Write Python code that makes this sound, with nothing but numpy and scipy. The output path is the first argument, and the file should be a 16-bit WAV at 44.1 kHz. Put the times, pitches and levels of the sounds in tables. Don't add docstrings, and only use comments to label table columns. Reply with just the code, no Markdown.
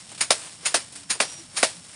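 import sys
import numpy as np
from scipy import signal
from scipy.fft import rfft, irfft
from scipy.io import wavfile
from scipy.ndimage import uniform_filter1d

SR = 44100
rng = np.random.default_rng(int(sys.argv[2]) if len(sys.argv) > 2 else 0)


def file_out(sig):
    cols = np.atleast_2d(sig).T
    lim = np.clip(cols, -1, 1)
    pcm = np.round(lim * 32767).astype(np.int16)
    wavfile.write(sys.argv[1], SR, pcm)


N = 85995
OPEN_HZ = 10300

# frequency in Hz, relative level in dB.
LEAF_COLOUR = [(180, -48), (300, -2), (333, -7), (434, -7), (667, -4.5), (1210, -6.5), (5530, -3.5),
               (6050, -7), (9020, 0.5), (10300, -5.5), (13400, -28), (22000, -120)]
# time of full level in seconds, level before the shelves in dB,
# rise in seconds, hold in seconds, 60 dB decay time in seconds, bass shelf in dB, treble shelf in dB,
# knock level in dB, knock bass shelf in dB, push on the ringing bundle in dB.
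STALK_CHOPS = [(.3060, -11, 0.0025, 0.002, 0.11, -3, 3.5, -18, -1, -26),
               (0.7432, -13.5, 0.002, 0.0021, 0.14, 0, 5, -17, -4, -32.5),
               (1.2026, -15, .003, 0.003, 0.15, 3, 2.5, -14.5, -10, -31.5),
               (1.6293, -14, 0.0018, 0.0049, 0.13, -4.5, 2, -15.5, 6, -22.5)]


def undb(db):
    return 10 ** (np.asarray(db) / 20)


def unit(x):
    return x / np.sqrt(np.mean(x ** 2))


def colour(x, tone, bass_db=0, treble_db=0, level_hz=np.inf):
    size, bass_hz, treble_hz = 4096, 915, 6700
    hz = np.maximum(np.arange(size // 2 + 1) * SR / size, 1)
    tone_hz, tone_db = np.array(tone, float).T
    db = np.interp(np.log(np.minimum(hz, level_hz)), np.log(tone_hz), tone_db)
    db = db + bass_db / (1 + (hz / bass_hz) ** 2)
    db = db + treble_db / (1 + (treble_hz / hz) ** 4)
    cepstrum = irfft(np.log(undb(db)))
    cepstrum[1:size // 2] *= 2
    cepstrum[size // 2 + 1:] = 0
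    response = irfft(np.exp(rfft(cepstrum)))
    filtered = signal.fftconvolve(x, response)[:len(x)]
    return filtered, np.sqrt(np.sum(response ** 2))


def toned(x, tone, *shelves_db):
    filtered, gain = colour(x, tone, *shelves_db, level_hz=OPEN_HZ)
    return filtered / gain


def walk(rate):
    held = int(SR / rate)
    steps = np.repeat(rng.standard_normal(N // 8 + 2), held)[:N]
    return np.clip(unit(uniform_filter1d(steps, held)), -2, 2)


def crackle(spread_db):
    noise = rng.standard_normal(N)
    grains_db = spread_db * walk(1500)
    slow_db = 0.17 * spread_db * walk(250)
    return unit(noise * undb(grains_db + slow_db))


def bursts(rows, tone, spread_db):
    t, out, fibres = np.arange(N) / SR, 0, crackle(spread_db)
    rise_db = 29
    for at, db, rise, hold, t60, bass_db, treble_db, *_ in rows:
        rising_db = rise_db * np.minimum(t - at, 0) / rise
        falling_db = -60 * np.maximum(t - at - hold, 0) / t60
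        level = undb(np.maximum(db + rising_db + falling_db, -200))
        out = out + toned(fibres * level, tone, bass_db, treble_db)
    return out


def hum():
    # frequency in Hz, relative level in dB.
    hum_colour = [(15, -35.5), (25, -12), (43, -14.5), (109, 1.5), (165, 0.5), (297, -5), (362, -26),
                  (600, -27.5), (780, -38), (1320, -120)]
    # middle in seconds, frequency in Hz, peak level in dB,
    # length in seconds between the points at 1/e of the peak.
    low_notes = [(1.41, 331, -47, 0.038), (0.993, 283, -56.5, 0.17), (1.79, 172, -49, .06)]
    t = np.arange(N) / SR
    out = toned(rng.standard_normal(N), hum_colour) * undb(-57.5 + 0.5 * walk(7.57))
    for middle, hz, db, length in low_notes:
        swell = np.exp(-((t - middle) / (length / 2)) ** 2)
        out = out + undb(db) * swell * np.sin(2 * np.pi * hz * t)
    return out


def insects():
    # start in seconds, end in seconds, mean frequency in Hz,
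    # middle level in dB, spread of the level in dB.
    insect_tones = [(0, 1.95, 5432, -60, 2.0), (0, 1.95, 5516, -63, 2.0), (1.243, 1.41, 5692, -45, 1.0)]
    t, out, fade_s = np.arange(N) / SR, 0, 0.0088
    for start, end, hz, db, waver_db in insect_tones:
        sounding = 1. * ((t >= start) & (t <= end))
        gate = uniform_filter1d(sounding, int(fade_s * SR), mode="nearest")
        pitch = hz * (1 + .0006 * walk(60))
        level = undb(db + waver_db * walk(90))
        out = out + gate * level * np.sin(2 * np.pi * np.cumsum(pitch) / SR)
    return out


def leaves():
    # time in seconds, level in dB.
    patter_level = [(0, -43.5), (.06, -47), (.2, -46.5), (.3, -40.5), (0.358, -35), (.45, -38),
                    (0.601, -47.5), (.72, -37.5), (0.822, -40), (.9, -47), (.97, -42), (1.07, -50.5),
                    (1.19, -43.5), (1.27, -39.5), (1.4, -43.5), (1.502, -50), (1.62, -32), (1.721, -39),
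                    (1.81, -46.5), (1.95, -42)]
    t = np.arange(N) / SR
    at, db = np.array(patter_level).T
    flicker_db = 0.64 * walk(40.16)
    return toned(crackle(2.16) * undb(np.interp(t, at, db) + flicker_db), LEAF_COLOUR)


def rustles():
    # time of full level in seconds, level before the shelves in dB, rise in seconds,
    # hold in seconds, 60 dB decay time in seconds, bass shelf in dB, treble shelf in dB.
    leaf_rustles = [(.092, -44.5, .004, 0.014, 0.12, -5, -4.5), (.117, -42.5, .004, 0.0062, 0.12, 11.5, -1),
                    (.147, -43, .004, .006, 0.067, -3, -3), (.178, -38.5, .004, 0.014, 0.11, -6, 0),
                    (.640, -42.5, 0.059, 0.0059, 0.07, 8, -6), (.925, -36, .004, 0.0026, 0.059, 3, 8),
                    (.956, -36, 0.01, 0.0055, 0.11, -4, 3), (1.032, -46, 0.0033, 0.0042, 0.046, -6, -6),
                    (1.15, -41.5, .01, 0.012, .12, 14, -4), (1.32, -38.5, 0.008, 0.0092, 0.099, 4, 7),
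                    (1.39, -43, 0.031, 0.0062, 0.042, 3, 0), (1.538, -54, .004, 0.011, .1, 28, -13),
                    (1.556, -56, .003, 0.0044, .1, 4, 2)]
    return bursts(leaf_rustles, LEAF_COLOUR, 2.5)


def slices():
    # time of full level in seconds, level before the shelves in dB, rise in seconds,
    # hold in seconds, 60 dB decay time in seconds, bass shelf in dB, treble shelf in dB.
    leaf_slices = [(.210, -17.5, 0.0078, 0.0046, 0.13, -0.5, -1.5),
                   (.658, -19, 0.01, 0.0086, 0.13, -2.5, -2.5), (1.104, -19.5, .012, 0.008, .14, -2, -1.5),
                   (1.572, -22, 0.018, 0.011, 0.12, -3, -2)]
    # frequency in Hz, relative level in dB.
    slice_colour = [(90, -37), (150, -15), (400, -15.5), (750, -12.5), (1000, -7.5), (2590, -5.5),
                    (3300, -8.5), (5170, -3.5), (6100, -11.5), (6900, 0), (7700, -12), (9200, 2.5),
                    (10300, -8.5)]
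    return bursts(leaf_slices, slice_colour, 0.5)


def chops():
    # frequency in Hz, relative level in dB.
    chop_colour = [(90, -44.5), (150, -18), (300, -9), (600, -3), (1200, -6.5), (1950, -4), (3500, -6),
                   (4400, -4), (5170, -4), (6200, -9), (7760, -10), (9200, -4), (10300, -11.5)]
    return bursts(STALK_CHOPS, chop_colour, 1.6)


def knocks():
    # frequency in Hz, relative level in dB.
    knock_colour = [(100, -46), (180, -11.5), (300, 10), (600, -6.5), (1000, 19), (1800, 15), (2600, 11.5),
                    (4000, -4), (8000, -22)]
    # frequency in Hz, relative level in dB,
    # 60 dB decay time in seconds.
    bundle_modes = [(538, -4.5, 0.11), (570, 3, 0.077), (633, 2, 0.12), (682, 4.5, .05)]
    width_s, lag_s = 0.0051, 0.00252
    t, noise = np.arange(N) / SR, rng.standard_normal(N)
    blow, push, ring = 0, np.zeros(N), 0
    for at, *_, knock_db, bass_db, push_db in STALK_CHOPS:
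        env = np.exp(-((t - at - lag_s) / (width_s / 2)) ** 2)
        crack = toned(env * noise, knock_colour, bass_db)
        even = np.sqrt(np.sum(env ** 2) / np.sum(crack ** 2))
        blow = blow + undb(knock_db) * crack * even
        push[int((at + lag_s) * SR)] = undb(push_db)
    for hz, db, t60 in bundle_modes:
        pole = np.exp(2j * np.pi * hz / SR - np.log(1000) / (t60 * SR))
        ring = ring + undb(db) * signal.lfilter([1], [1, -pole], push).imag
    return blow + toned(ring, [(150, -29), (450, 0.5)])


def scene():
    place = hum() + insects() + leaves() + rustles()
    strokes = slices() + chops() + knocks()
    return (place + strokes)[None]


def record(dry):
    # frequency in Hz, gain in dB.
    overall_tone = [(10200, 1.5), (10750, -11.5), (10950, -26), (11500, -43.5), (12600, -44), (13200, -28),
                    (15200, -26), (15900, -59)]
    limit, top_hz = .9, 16473
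    rounded = limit * np.tanh(dry[0] / limit)
    heard, _ = colour(rounded, overall_tone)
    low_pass = signal.ellip(8, .2, 70, top_hz, fs=SR, output="sos")
    return signal.sosfilt(low_pass, heard[None])


dry = scene()
out = record(dry)
file_out(out)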